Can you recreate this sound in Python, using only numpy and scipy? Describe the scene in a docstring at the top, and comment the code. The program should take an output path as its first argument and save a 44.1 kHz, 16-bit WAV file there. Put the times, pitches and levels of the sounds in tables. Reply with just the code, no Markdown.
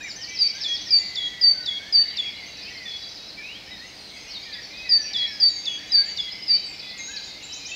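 """Dawn chorus on a wooded riverbank

A near tit repeats a high fluttering and a low falling whistle, the low one doubled by a bounce off the water.
Further off, pitch-tracked sines make hooked notes, low fluting thrushes, pigeon coos, whistles and chirps.
Decaying noise echoes them among the trunks; random arcs, heard mostly as echo, blur into a far chorus.
Shaped noise gives soft air, narrow noise bands a faint hum."""
import sys
import numpy as np
from scipy import signal
from scipy.fft import rfft, irfft
from scipy.io import wavfile
from scipy.ndimage import uniform_filter1d

SR = 44100
rng = np.random.default_rng(int(sys.argv[2]) if len(sys.argv) > 2 else 0)


def int16_out(signal):
    """Quantize to a 16-bit WAV file."""
    q = np.round(np.clip(np.atleast_2d(signal).T, -1, 1) * 32767)
    wavfile.write(sys.argv[1], SR, q.astype(np.int16))


def voltage_ratio(decibels):
    """Convert decibels (scalar or array-like) to amplitude ratios, 20 dB per decade."""
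    exponent = np.asarray(decibels, float) / 20
    return 10 ** exponent


N = 341814


def add(out, start_s, wave):
    """Mix a wave in at a time."""
    i = max(int(start_s * SR), 0)
    out[i:i + len(wave)] += wave[:max(len(out) - i, 0)]


def whistle(hz, db, edge_s, voice=np.sin, quaver=.005):
    """Tone along a pitch track, level in dB rms, rounded ends; quaver shakes pitch (share) and level."""
    t = np.arange(len(hz)) / SR
    ends = np.sin(np.pi / 2 * np.clip(np.minimum(t, t[-1] - t) / edge_s, 0, 1)) ** 2
    knots = np.arange(0, t[-1] + .02, .012)
    shakes = rng.standard_normal((2, 60))[:, :len(knots)]
    bend, flicker = (np.interp(t, knots, shake) for shake in shakes)
    phase = np.cumsum(hz * (1 + quaver * bend)) / SR + rng.random()
    flicker_db = 450 * quaver * flicker
    return np.sqrt(2) * voltage_ratio(db + flicker_db) * ends * voice(2 * np.pi * phase)


def arc(length_s, a_hz, b_hz, c_hz):
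    """Parabola through start, middle and end pitch."""
    u = np.linspace(-1, 1, int(length_s * SR))
    return b_hz + (c_hz - a_hz) / 2 * u + ((a_hz + c_hz) / 2 - b_hz) * u ** 2


def woods(x, near_db, near_s, far_db, far_t60_s):
    """Scattered echoes as decaying noise: quick from ground and close trunks, a long haze from the banks."""
    t = np.arange(int(1.5 * SR)) / SR
    near = voltage_ratio(near_db) * np.exp(-t / near_s) / np.sqrt(near_s * SR / 2)
    tau_s = far_t60_s / np.log(1000)
    far = voltage_ratio(far_db) * np.exp(-t / tau_s) / np.sqrt(tau_s * SR / 2)
    echoes = rng.standard_normal(len(t)) * np.hypot(near, far) * (t > .004)
    return signal.fftconvolve(x, echoes)[:N]


def note(singers, s, length_s, a_hz, b_hz, c_hz, db):
    """One arc; mid pitch below 2700 Hz goes to the low fluting singers (row 1), the rest to row 0."""
    row = 1 if b_hz < 2700 else 0
    glide = arc(length_s, a_hz, b_hz, c_hz)
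    add(singers[row], s, whistle(glide, db, .09 * length_s, quaver=.006))


# air spectrum before overall scaling: (f/Hz, relative density/dB)
AIR_SPECTRUM = [(15, -32.5), (30, -7), (60, -2), (300, -6), (800, -6.5), (1100, -13), (2200, -9),
                (5000, -6.5), (8500, -29), (15750, -31.5), (15850, -99)]


def air():
    """Smooth hiss of far water, traffic and the microphone: noise shaped in frequency."""
    f = np.maximum(np.fft.rfftfreq(N, 1 / SR), 1)
    hz, db = np.transpose(AIR_SPECTRUM)
    shape = voltage_ratio(np.interp(np.log(f), np.log(hz), db))
    hiss = irfft(rfft(rng.standard_normal(N)) * shape, N)
    return voltage_ratio(-46.0) * hiss / np.std(hiss)


# hum lines: (f/Hz, level/dB rms)
HUM_LINES = [(198, -63), (299, -62)]


def hum():
    """Wavering hum: noise through narrow resonances."""
    f = np.maximum(np.fft.rfftfreq(N, 1 / SR), 1)
    out = np.zeros(N)
    for hz, db in HUM_LINES:
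        line = irfft(rfft(rng.standard_normal(N)) / (1 + ((f - hz) / 12.0) ** 2), N)
        out += voltage_ratio(db) * line / np.std(line)
    return out


# far chorus voices, before mix: (centre f/Hz, spread/Hz, note level/dB)
CHORUS_VOICES = [(2146, 200, -48), (3330, 540, -47.5), (4516, 410, -46.5), (5780, 420, -57.5),
                 (7350, 500, -73.5)]


def chorus(count):
    """Many distant singers: random short, steep, shaky arcs, heard mostly as echo; count per voice."""
    out = np.zeros(N + SR)
    for hz, spread_hz, db in CHORUS_VOICES:
        draws = zip(*rng.random((2, count)), *rng.standard_normal((4, count)))
        for when, long, a, b, c, loud in draws:
            mid_hz = hz + spread_hz * np.clip(b, -1.5, 2)
            length_s = .025 + .09 * long ** 2
            glide = arc(length_s, mid_hz + .09 * hz * a, mid_hz, mid_hz + .09 * hz * c)
            s = when * len(out) / SR
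            # singers hush a little between the near phrases
            lull_db = -4 * np.exp(-((s - 3.7) / 0.63) ** 2)
            add(out, s, whistle(glide, db + lull_db + 2 * loud, .3 * length_s, quaver=.008))
    dry_db = -5
    return voltage_ratio(dry_db) * out[:N] + woods(out, -4.5, 0.086, -2.5, 1.9)


# late-bending glides, before mix: (t/s, length/s, start f/Hz, end f/Hz, level/dB)
BENDING_GLIDES = [(.001, .088, 2500, 2030, -39), (.001, .139, 7180, 7020, -54),
                  (.53, .085, 4050, 3050, -46), (1.255, .04, 6800, 5900, -50), (5.09, .11, 1700, 2100, -48),
                  (1.632, .051, 3900, 3640, -36), (2.632, .07, 2370, 2900, -45),
                  (2.74, .15, 2140, 1760, -46), (3.034, .048, 4680, 4790, -41),
                  (3.162, .208, 3780, 4420, -46), (3.365, .23, 2300, 3550, -42),
                  (3.709, .039, 3880, 3630, -40), (4.397, .118, 6560, 6310, -54),
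                  (5.005, .063, 5850, 5440, -35), (6.05, .095, 7200, 5250, -49),
                  (4.55, .06, 1950, 1750, -46), (6.656, .088, 7930, 6980, -55),
                  (6.86, .146, 2030, 1890, -48)]
LATE_SHARE = .28  # share of the glide done by mid-note


def bending(singers):
    """Glides that start level and bend away late."""
    for s, length_s, a_hz, c_hz, db in BENDING_GLIDES:
        note(singers, s, length_s, a_hz, a_hz + LATE_SHARE * (c_hz - a_hz), c_hz, db)


# turning notes, before mix: (t/s, length/s, f at ends/Hz, f at turn/Hz, level/dB)
ARCHED_NOTES = [(.001, .1, 1420, 2020, -46), (3.67, .115, 1700, 2020, -50), (4.42, .062, 4350, 5000, -42),
                (4.305, .03, 4300, 4750, -38), (5.901, .208, 2025, 1600, -49),
                (7.075, .138, 1470, 1730, -47), (7.235, .055, 6100, 7200, -46),
                (7.42, .055, 6050, 7400, -46)]


def arches(singers):
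    """Parabolic notes that turn round and return."""
    for s, length_s, ends_hz, turn_hz, db in ARCHED_NOTES:
        note(singers, s, length_s, ends_hz, turn_hz, ends_hz, db)


# held notes, before mix: (t/s, length/s, f/Hz, level/dB)
HELD_NOTES = [(.005, .098, 3800, -44), (2.59, .045, 4700, -41), (2.915, .065, 4320, -43),
              (3.77, .04, 4220, -45), (3.958, .337, 8040, -68), (3.985, .048, 4210, -46),
              (4.24, .07, 2470, -49), (4.335, .02, 4600, -35), (7.23, .09, 4650, -42),
              (.88, .18, 2370, -49), (.27, .09, 2320, -44), (.97, .27, 2030, -50), (4.788, .098, 2530, -39),
              (5.272, .028, 5400, -34), (6.086, .509, 2055, -47.5), (7.06, .1, 5670, -49),
              (6.81, .13, 3450, -46), (5.79, .1, 5600, -52)]


def held(singers):
    """Held notes of scattered singers: constant pitch but for the quaver."""
    for s, length_s, hz, db in HELD_NOTES:
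        note(singers, s, length_s, hz, hz, hz, db)


# runs of hooked notes, before mix: (first t/s, last t/s, pitch factor, level/dB)
HOOK_RUNS = [(0.023, 0.803, 0.99, -43), (2.564, 3.216, 0.95, -51)]
# shape of one hook: (share of note, f before pitch factor/Hz, level re run/dB)
HOOK_SHAPE = [(0, 5296, 0), (0.148, 6300, 6), (0.449, 5893, -11.5), (0.699, 5496, 11), (1.001, 4170, 11.5)]
HOOK_GAP_S = .1302


def hooks(out):
    """Evenly spaced hooked notes: one smoothed pitch track, transposed per run."""
    share, hook_hz, hook_db = np.transpose(HOOK_SHAPE)
    u = np.linspace(0, 1, int(.1 * SR))
    hook = uniform_filter1d(np.interp(u, share, hook_hz), size=300, mode="nearest")
    shape_db = np.interp(u, share, hook_db)
    for first, last, factor, db in HOOK_RUNS:
        for s in np.arange(first, last + HOOK_GAP_S / 2, HOOK_GAP_S):
            add(out, s, whistle(factor * hook, db + shape_db, 0.0052))


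# early-moving glides, before mix: (t/s, length/s, start f/Hz, end f/Hz, level/dB)
SETTLING_GLIDES = [(.146, .311, 1700, 2050, -49), (.53, .289, 1500, 1930, -49),
                   (1.25, .23, 1980, 1950, -44), (1.537, .128, 1570, 1480, -49),
                   (2.243, .075, 2770, 2200, -43), (2.37, .075, 2400, 2050, -44),
                   (1.68, .17, 2020, 2230, -48), (1.79, .19, 1510, 1810, -51),
                   (2.458, .04, 5850, 6400, -46), (2.852, .1, 3530, 3370, -33),
                   (3.375, .05, 2150, 1700, -50), (3.855, .05, 6050, 6450, -53),
                   (3.79, .08, 1680, 2030, -48), (3.808, .429, 8300, 8940, -68),
                   (4.076, .218, 6090, 6320, -55), (4.28, .052, 5950, 5200, -42),
                   (4.525, .035, 4200, 3380, -38), (4.622, .048, 5900, 5200, -46),
                   (4.61, .05, 4850, 4500, -42), (4.345, .038, 4170, 3680, -34),
                   (4.82, .25, 2150, 1730, -46), (4.7, .09, 2290, 2520, -46), (5.16, .088, 5420, 3980, -32),
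                   (5.205, .175, 2100, 1660, -45), (5.22, .13, 1900, 2280, -48),
                   (4.45, .16, 1920, 1690, -50), (5.31, .071, 5300, 5010, -37),
                   (5.472, .148, 7300, 6400, -45), (5.541, .245, 6760, 6320, -45),
                   (6.281, .038, 4220, 4070, -39), (7.715, .036, 2600, 2660, -35)]
EARLY_SHARE = .77  # share of the glide done by mid-note


def settling(singers):
    """Whistled glides that move early and level out."""
    for s, length_s, a_hz, c_hz, db in SETTLING_GLIDES:
        note(singers, s, length_s, a_hz, a_hz + EARLY_SHARE * (c_hz - a_hz), c_hz, db)


# level whistles, before mix: (t/s, length/s, level/dB)
LEVEL_WHISTLES = [(0.308, 0.118, -44), (0.76, 0.098, -44), (1.187, 0.109, -42), (2.075, 0.058, -42),
                  (2.47, 0.17, -45), (2.958, 0.18, -44), (3.434, 0.088, -42), (4.809, 0.078, -44),
                  (5.156, 0.038, -36), (5.449, 0.078, -37), (5.894, 0.028, -34), (6.481, 0.169, -42),
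                  (6.98, 0.27, -41), (7.42, 0.17, -40)]


def level_whistles(out):
    """Thin whistles on one pitch, reached by a slight rise."""
    for s, length_s, db in LEVEL_WHISTLES:
        add(out, s, whistle(arc(length_s, 3880, 3925, 3925), db, 0.098 * length_s))


# near tit, high notes: (t/s, length/s, level before swell/dB)
TIT_HIGH_NOTES = [(0.387, 0.092, -21), (0.904, 0.09, -18), (1.41, 0.12, -18.5), (1.923, .11, -19),
                  (4.89, 0.096, -19.5), (5.399, .1, -18.5), (5.917, 0.11, -18.5), (6.478, 0.1, -20)]
# glide time constant: longest at phrase start, quickening through the phrase
GLIDE_S, FIRST_EXTRA_S, QUICKEN_S, PHRASE_GAP_S = 0.0132, 0.0046, .55, 1


def tit_high():
    """Near tit's high note: falling glide, with a flutter that adds side tones."""
    high = np.zeros(N)
    phrase_s = last_s = -PHRASE_GAP_S
    for s, length_s, db in TIT_HIGH_NOTES:
        if s - last_s > PHRASE_GAP_S:
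            phrase_s = s
        last_s = s
        glide_s = GLIDE_S + FIRST_EXTRA_S * np.exp(-(s - phrase_s) / QUICKEN_S)
        t = np.arange(int(length_s * SR)) / SR
        swell_db = np.interp(t, [0, .012, .033, length_s - .012, length_s], [-2.5, -3.5, 6, 1.5, -1.0])
        flutter = 2 * np.pi * 203 * t

        def voice(p):
            """Tone with a lower and an upper side tone, 203 Hz away."""
            return np.sin(p) + voltage_ratio(-18) * np.sin(p - flutter) + voltage_ratio(-25) * np.sin(p + flutter)

        hz = 4608 - 350 * t + 600 * np.exp(-t / glide_s)
        add(high, s, whistle(hz, db + swell_db, .005, voice, quaver=.002))
    return high + woods(high, -10, 0.042, -15.5, 1.16)


# near tit, low notes before bounce: (t/s, level as pitch lands/dB, level held after/dB)
TIT_LOW_NOTES = [(0.634, -25, -30), (1.155, -25, -30), (1.66, -22, -35), (2.17, -22, -36),
                 (5.132, -24, -27), (5.654, -21.5, -35), (6.172, -22, -39)]


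def tit_low():
    """Near tit's low note: steep fall to a held pitch, octave overtone, delayed bounce off the water."""
    low = np.zeros(N)
    for s, land_db, hold_db in TIT_LOW_NOTES:
        t = np.arange(int(.127 * SR)) / SR
        hz = 3315 + 1800 * np.exp(-(t / .0044) ** 2) + 620 * np.exp(-t / .017)
        level_db = np.interp(t, [0, .003, .009, .027, .06], [-32, -27, -33, land_db, hold_db])
        add(low, s, whistle(hz, level_db, .002, quaver=.003))
        # octave only sounds once the pitch has come down, then fades
        octave_db = np.where(hz < 3750, -53 - 60 * t, -99)
        add(low, s, whistle(2 * hz, octave_db, .004))
    # strong, dull bounce beats against the falling note
    dull = signal.butter(4, 4000, fs=SR, output="sos")
    bounce = signal.sosfiltfilt(dull, low)
    low = low + voltage_ratio(-4) * np.roll(bounce, round(.00844 * SR))
    return low + woods(low, -18, 0.015, -11.5, 0.69)


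# dropping notes, before onset dip, fade and mix: (t/s, length/s, bottom f/Hz, end f/Hz, level/dB)
DROP_NOTES = [(0.952, 0.185, 6780, 7040, -46), (2.258, 0.073, 5130, 5090, -44),
              (3.652, 0.119, 5150, 5140, -46), (4.955, 0.052, 6200, 6010, -46),
              (5.868, 0.093, 6050, 6570, -47), (6.975, 0.138, 6210, 6820, -35)]
DROP_RATIO = 1.3  # top pitch over bottom pitch


def drops(out):
    """Notes that drop steeply by an exponential, then hold or drift."""
    for s, length_s, bottom_hz, end_hz, db in DROP_NOTES:
        t = np.arange(int(length_s * SR)) / SR
        drift = (end_hz - bottom_hz) * t / length_s
        hz = bottom_hz + drift + (DROP_RATIO - 1) * bottom_hz * np.exp(-t / 0.0072)
        add(out, s, whistle(hz, db - 11 * np.exp(-t / .01) - 40 * t, .004))


# pigeon coos, before echo: (t/s, length/s, level/dB)
PIGEON_COOS = [(1.38, .32, -65), (4.68, .42, -65)]


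def coos(singers):
    """Faint far pigeon: low arcs rising a little and sinking."""
    for s, length_s, db in PIGEON_COOS:
        note(singers, s, length_s, 555, 605, 545, db)


# downward strokes, before 2 dB lift and mix: (t/s, level/dB)
DOWN_STROKES = [(4.035, -47), (4.16, -46), (6.786, -35), (6.883, -35), (7.154, -34)]


def strokes(out):
    """Steep downward strokes."""
    for s, db in DOWN_STROKES:
        add(out, s, whistle(arc(.034, 5900, 4500, 3900), db + 2, .014))


# upward flicks, before mix: (t/s, start f/Hz, level/dB)
UP_FLICKS = [(4.523, 4360, -36), (4.659, 4650, -50), (4.767, 4470, -39), (6.195, 4850, -34),
             (6.312, 4950, -31), (6.419, 4920, -35), (6.526, 4770, -30.5)]


def flicks(out):
    """Short linear upward flicks to one top pitch."""
    for s, hz, db in UP_FLICKS:
        add(out, s, whistle(np.linspace(hz, 5230, int(.034 * SR)), db, .008))


# curling rises, before mix: (t/s, level of the rise/dB)
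CURLED_RISES = [(7.52, -36), (7.65, -34)]


def whoops(singers):
    """Steep rises that curl over more quietly at the top."""
    for s, db in CURLED_RISES:
        note(singers, s, .028, 4720, 5700, 6880, db)
        note(singers, s + .028, .05, 6880, 7150, 6400, db - 12)


def neighbours():
    """Birds further off, with more echo; the low fluting has its own, slightly drier echo."""
    singers = np.zeros((2, N))
    out, low = singers
    for sing in bending, arches, held, settling, coos, whoops:
        sing(singers)
    for sing in hooks, level_whistles, drops, strokes, flicks:
        sing(out)
    dry_db, near_db = -2.5, -5.5
    thrushes = low + woods(low, near_db, .035, -8, 1.2)
    return voltage_ratio(dry_db) * out + woods(out, near_db, 0.049, -7.0, 1.0) + thrushes


def scene():
    """All singers over air and hum, one channel."""
    mix = air() + hum() + chorus(count=170) + neighbours() + tit_high() + tit_low()
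    return mix[None]


def band_limit(x):
    """A steep low-pass at the top of the band."""
    return signal.sosfilt(signal.butter(12, 16530, fs=SR, output="sos"), x)


def record(dry):
    """Deliver the finished mix."""
    return band_limit(dry)


dry = scene()
out = record(dry)
int16_out(out)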